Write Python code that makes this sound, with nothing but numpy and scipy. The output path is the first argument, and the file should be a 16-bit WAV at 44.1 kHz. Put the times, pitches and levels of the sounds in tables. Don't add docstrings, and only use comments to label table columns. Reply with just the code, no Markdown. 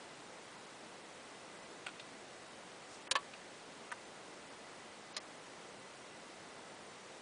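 import sys
import numpy as np
from scipy import signal
from scipy.fft import rfft, irfft, next_fast_len
from scipy.io import wavfile
from scipy.ndimage import uniform_filter1d

SR = 44100
rng = np.random.default_rng(int(sys.argv[2]) if len(sys.argv) > 2 else 0)


def undo_db(level):
    steps = np.asarray(level, float) / 20
    return 10 ** steps


def dump_mix(stems):
    frames = np.atleast_2d(stems).T
    limited = np.clip(frames, -1, 1)
    pcm = np.round(limited * 32767).astype(np.int16)
    wavfile.write(sys.argv[1], SR, pcm)


N = 318310


def rms_at(x, db):
    return x * undo_db(db) / np.sqrt(np.mean(x ** 2))


def add(out, sound, start_s, peak_db):
    start = int(start_s * SR)
    out[start:start + len(sound)] += undo_db(peak_db) * sound / np.max(np.abs(sound))


def band(x, low_hz, high_hz, edge_hz=140.0):
    padded = np.pad(x, (0, next_fast_len(len(x) + 256) - len(x)), "wrap")
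    hz = np.fft.rfftfreq(len(padded), 1 / SR)
    above_low = np.clip((hz - low_hz) / edge_hz + 0.5, 0, 1)
    below_high = np.clip((high_hz - hz) / edge_hz + 0.5, 0, 1)
    return irfft(rfft(padded) * above_low * below_high, len(padded))[:len(x)]


def rattle(rise_ms, rattle_ms, count):
    ms = np.arange(SR // 5) * 1000 / SR
    rise = np.clip(ms / max(rise_ms, 0.1), 0, 1)
    decay = np.exp(-np.maximum(ms - rise_ms, 0) / max(rattle_ms, 0.2))
    return rng.standard_normal((count, len(ms))) * rise * decay


def ring(push, hz, t60_s):
    pole = np.exp(2j * np.pi * hz / SR - np.log(1000) / (max(t60_s, 0.002) * SR))
    return signal.lfilter([1], [1, -pole], push).imag


def blows(events, modes):
    out = np.zeros(N)
    for start_s, peak_db, rise_ms, rattle_ms, crack_db in events:
        contacts = rattle(rise_ms, rattle_ms, count=len(modes) + 1)
        body = sum(rms_at(ring(push, hz, t60_s), db) for push, (hz, db, t60_s) in zip(contacts, modes))
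        crack = rms_at(np.diff(contacts[-1], prepend=0), crack_db)
        add(out, body + crack, start_s, peak_db)
    return out


# first contact in seconds, peak in dB, rise in ms, rattle in ms, crack in dB.
LATCH_BLOWS = [
    (3.1105, -18.5, 1.4, 3.7, 5.5),
    (3.1128, -18, 0.58, 2.9, -3.5),
    (3.1164, -20, 0.64, 4, -10),
    (3.120, -28.5, 0.93, 4.4, -13),
]
# pitch in Hz, level in dB, t60 in seconds.
LATCH_MODES = [(528, -16, 0.081), (1008, -11, 0.062), (1652, -8, 0.043), (2470, -8, 0.019),
               (3120, -5.5, 0.012), (3940, -3.5, 0.007), (4560, -7, .012), (5400, -10, .01),
               (6470, -11, 0.014), (7050, -8.5, 0.02), (8530, -9, 0.022), (9400, -10, 0.0056)]


def latch():
    return blows(LATCH_BLOWS, LATCH_MODES)


# first contact in seconds, peak in dB, rise in ms, rattle in ms, crack in dB.
CAM_BLOWS = [
    (3.1535, -23.5, 0.29, 2.2, -11),
    (3.157, -22.5, 0.61, 3, -14),
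    (3.161, -27.5, 0.98, 9, -2.5),
    (3.169, -38.5, 0.68, 9.2, -16),
]
# pitch in Hz, level in dB, t60 in seconds.
CAM_MODES = [(594, -8, 0.012), (830, -27, 0.018), (1015, -6, 0.025), (1310, -18, 0.034), (1730, -3, 0.034),
             (2100, -12.5, 0.011), (2570, -4.5, 0.016), (3000, -4, 0.013), (3330, -11, 0.012),
             (4020, -7, 0.0073), (4480, -8.5, .01), (6130, -17, 0.0055), (7340, -19, 0.0056)]
# first contact in seconds, peak in dB, rise in ms, rattle in ms, crack in dB.
DECK_BLOWS = [
    (3.1535, -24, 0.21, 0.2, -41),
    (3.1605, -23, 0.36, 0.8, -40),
]
# pitch in Hz, level in dB, t60 in seconds.
DECK_MODES = [(930, -4.5, 0.089), (1009, -4, 0.082), (1090, -9, 0.066), (1136, 2.5, 0.11), (1300, -10, 0.1),
              (1696, -11, 0.056)]


def cam():
    return blows(CAM_BLOWS, CAM_MODES) + blows(DECK_BLOWS, DECK_MODES)


# first contact in seconds, peak in dB, rise in ms, rattle in ms, crack in dB.
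LEVER_BLOWS = [
    (1.8628, -33, 3.2, 3.4, -14),
    (1.867, -28.5, 1.4, 1.6, -14),
    (1.872, -39, 1.2, 3.9, -14),
    (1.8815, -38, 2.9, 1.7, -7),
    (1.888, -38, 1.5, 3.3, -12),
    (1.893, -47, 1.5, 5.0, -10),
]
# pitch in Hz, level in dB, t60 in seconds.
LEVER_MODES = [(1020, -19, 0.03), (1450, 3.5, 0.027), (2040, -16, 0.009), (2600, 2, 0.009),
               (3220, -4.5, 0.0094), (4500, -10, .005), (8200, -8.5, 0.0018)]


def lever():
    return blows(LEVER_BLOWS, LEVER_MODES)


# first contact in seconds, peak in dB, rise in ms, rattle in ms, crack in dB.
LIFT_BLOWS = [
    (3.9158, -30, 1, 3.7, -9),
    (3.9205, -31.5, 0.65, 2.5, -14),
    (3.925, -38, 0.8, 8.1, -14),
]
# pitch in Hz, level in dB, t60 in seconds.
LIFT_MODES = [(957, -4.5, 0.064), (1200, -5.5, 0.05), (1510, -4, 0.023), (1800, -3, 0.014),
              (2180, -22, .008), (2830, -11.5, 0.0046), (3640, -17, .008), (4400, -22, .006),
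              (6140, -22, .01), (8600, -13.5, 0.0066), (9900, -20, .008)]


def lift():
    return blows(LIFT_BLOWS, LIFT_MODES)


# first contact in seconds, peak in dB, rise in ms, rattle in ms, crack in dB.
STOP_BLOWS = [
    (5.1648, -28, 1.6, 2.7, -12),
    (5.168, -28.5, 1.3, 3.9, -2),
    (5.174, -33, 1.1, 2.3, -3),
    (5.177, -33, 1.1, 5.4, -1),
]
# pitch in Hz, level in dB, t60 in seconds.
STOP_MODES = [(613, -9.5, 0.037), (1168, -4, 0.038), (2020, -3, 0.011), (2700, -10, 0.0093),
              (3260, -8, 0.012), (4150, -1, 0.014), (4970, -2.5, 0.012), (5550, -5.5, 0.013),
              (6640, -7.5, 0.0042), (7800, -11, 0.0048), (9750, -15, 0.0061)]


def stop():
    return blows(STOP_BLOWS, STOP_MODES)


# start in seconds, peak in dB, rattle in ms, pitch in Hz, overtone gain in dB.
TICKS = [
    (1.9946, -38.5, 7, 2650, 9),
    (2.714, -46, 5.0, 3300, 4),
    (3.069, -41, 7.4, 2200, 4),
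    (3.334, -40.5, 8.5, 2500, -2),
    (3.904, -39, 5, 2420, -15),
    (5.144, -46, 7.2, 4250, -14),
]
# multiple of the pitch, level in dB, share of the overtone gain.
LINK_MODES = [(.6, -3, 0), (1, 3.5, 0), (1.35, -2, 1), (1.72, -9, 1)]


def ticks():
    out = np.zeros(N)
    for start_s, peak_db, rattle_ms, pitch_hz, overtone_db in TICKS:
        contacts = rattle(3.1, rattle_ms, count=len(LINK_MODES))
        tick = 0
        for push, (multiple, db, share) in zip(contacts, LINK_MODES):
            tick = tick + rms_at(ring(push, pitch_hz * multiple, 0.0043), db + share * overtone_db)
        add(out, tick, start_s, peak_db)
    return out


def thud():
    out = np.zeros(N)
    push = rattle(rise_ms=2.0, rattle_ms=3.0, count=1)[0]
    add(out, ring(push, 110.0, 0.015), 3.111, -50)
    return out


# time in seconds, level in dB.
GLOVE = [
    (2.84, -90),
    (2.9, -64),
    (2.95, -58.5),
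    (2.99, -74),
    (3.04, -85),
]


def glove():
    s, db = np.transpose(GLOVE)
    rustle = band(rng.standard_normal(N), 3500.0, 9000.0, 2500.0)
    return rms_at(rustle, 0) * undo_db(np.interp(np.arange(N) / SR, s, db, -200, -200))


# frequency in Hz, level in dB per Hz.
HISS = [(20, -17.5), (54, -19), (182, -5), (465, -2), (705, -3.5), (1840, -9.5), (2660, -12),
        (10000, -20.5)]


def hiss():
    hz, db = np.transpose(HISS)
    bins = np.maximum(np.fft.rfftfreq(N, 1 / SR), 1)
    colour = undo_db(np.interp(np.log(bins), np.log(hz), db))
    return rms_at(irfft(rfft(rng.standard_normal(N)) * colour, N), -53)


# pitch in Hz, width in Hz, rms level in dB.
WHINE = [
    (2001, 26, -71),
    (3810, 15, -81),
    (7840, 40, -80.5),
]


def whine():
    return sum(rms_at(ring(rng.standard_normal(N), hz, 2.2 / width_hz), db) for hz, width_hz, db in WHINE)


# start in seconds, length in ms, floor at 4 kHz in dB per Hz.
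THINNED = [
    (1.852, 48, -106),
    (3.08, 30, -90),
    (3.11, 43, -95.5),
    (3.153, 34.4, -97.5),
    (3.906, 37, -105),
    (5.131, 34, -103),
    (5.167, 35.6, -94.5),
]


def thin_out(x):
    size, hop = 256, 64
    hz, t, z = signal.stft(x, SR, nperseg=size, noverlap=size - hop, scaling="psd")
    power = 2 * np.abs(z[:-1].reshape(-1, 4, len(t))) ** 2
    power = np.repeat(power, 4, axis=0).mean(axis=1)
    power = uniform_filter1d(power, max(int(5.0 * SR / 1000 / hop), 1), axis=1)
    floor = np.full(len(t), -200.0)
    for start_s, length_ms, db in THINNED:
        floor[(t >= start_s) & (t < start_s + length_ms / 1000)] = db
    climb = 3.5 * np.log2(hz[1:, None] / 4000)
    over_db = 10 * np.log10(np.abs(power) + 1e-20) - floor - climb
    z[:-1] *= undo_db(-67 * (1 - np.tanh(over_db / 0.6)) / 2)
    return signal.istft(z, SR, nperseg=size, noverlap=size - hop, scaling="psd")[1][:N]


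def punch_holes(x, count):
    t = np.arange(N) / SR
    for when, length, place, wide in rng.random((count, 4)):
        start_s = when * (N / SR - 0.2) + 0.05
        stop_s = start_s + 0.003 + 0.009 * length ** 4
        low_hz = 4400 + 5600 * place ** 1.1
        high_hz = low_hz + 450 + 600 * wide
        near = slice(int(start_s * SR) - 1024, int(stop_s * SR) + 1024)
        fade = np.clip(np.minimum(t[near] - start_s, stop_s - t[near]) / 0.0013 + 0.5, 0, 1)
        x[near] -= (1 - undo_db(-26.0)) * np.sin(fade * np.pi / 2) ** 2 * band(x[near], low_hz, high_hz)
    return x


def side_puffs(count):
    side, size = np.zeros(N), 2048
    for when, place in rng.random((count, 2)):
        start, low_hz = int(when * (N - size)), 4200 + 4100 * place
        puff = rms_at(band(rng.standard_normal(size), low_hz, low_hz * 1.24), -71.5)
        side[start:start + size] += np.hanning(size) * puff
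    return side


def scene():
    parts = lever() + latch() + lift() + stop() + cam() + ticks()
    mechanism = band(parts, 370.0, SR, 300.0)
    mono = mechanism + thud() + glove() + hiss() + whine()
    return np.array([mono, mono])


def roll_off(x):
    return signal.sosfilt(signal.butter(12, 10640, fs=SR, output="sos"), x)


def record(dry):
    x = punch_holes(thin_out(dry[0]), count=900)
    x = band(x, 0, 10020, 250.0) + undo_db(-103) * rng.standard_normal(N)
    side = side_puffs(count=12)
    return roll_off(np.array([x + side, x - side]))


dry = scene()
out = record(dry)
dump_mix(out)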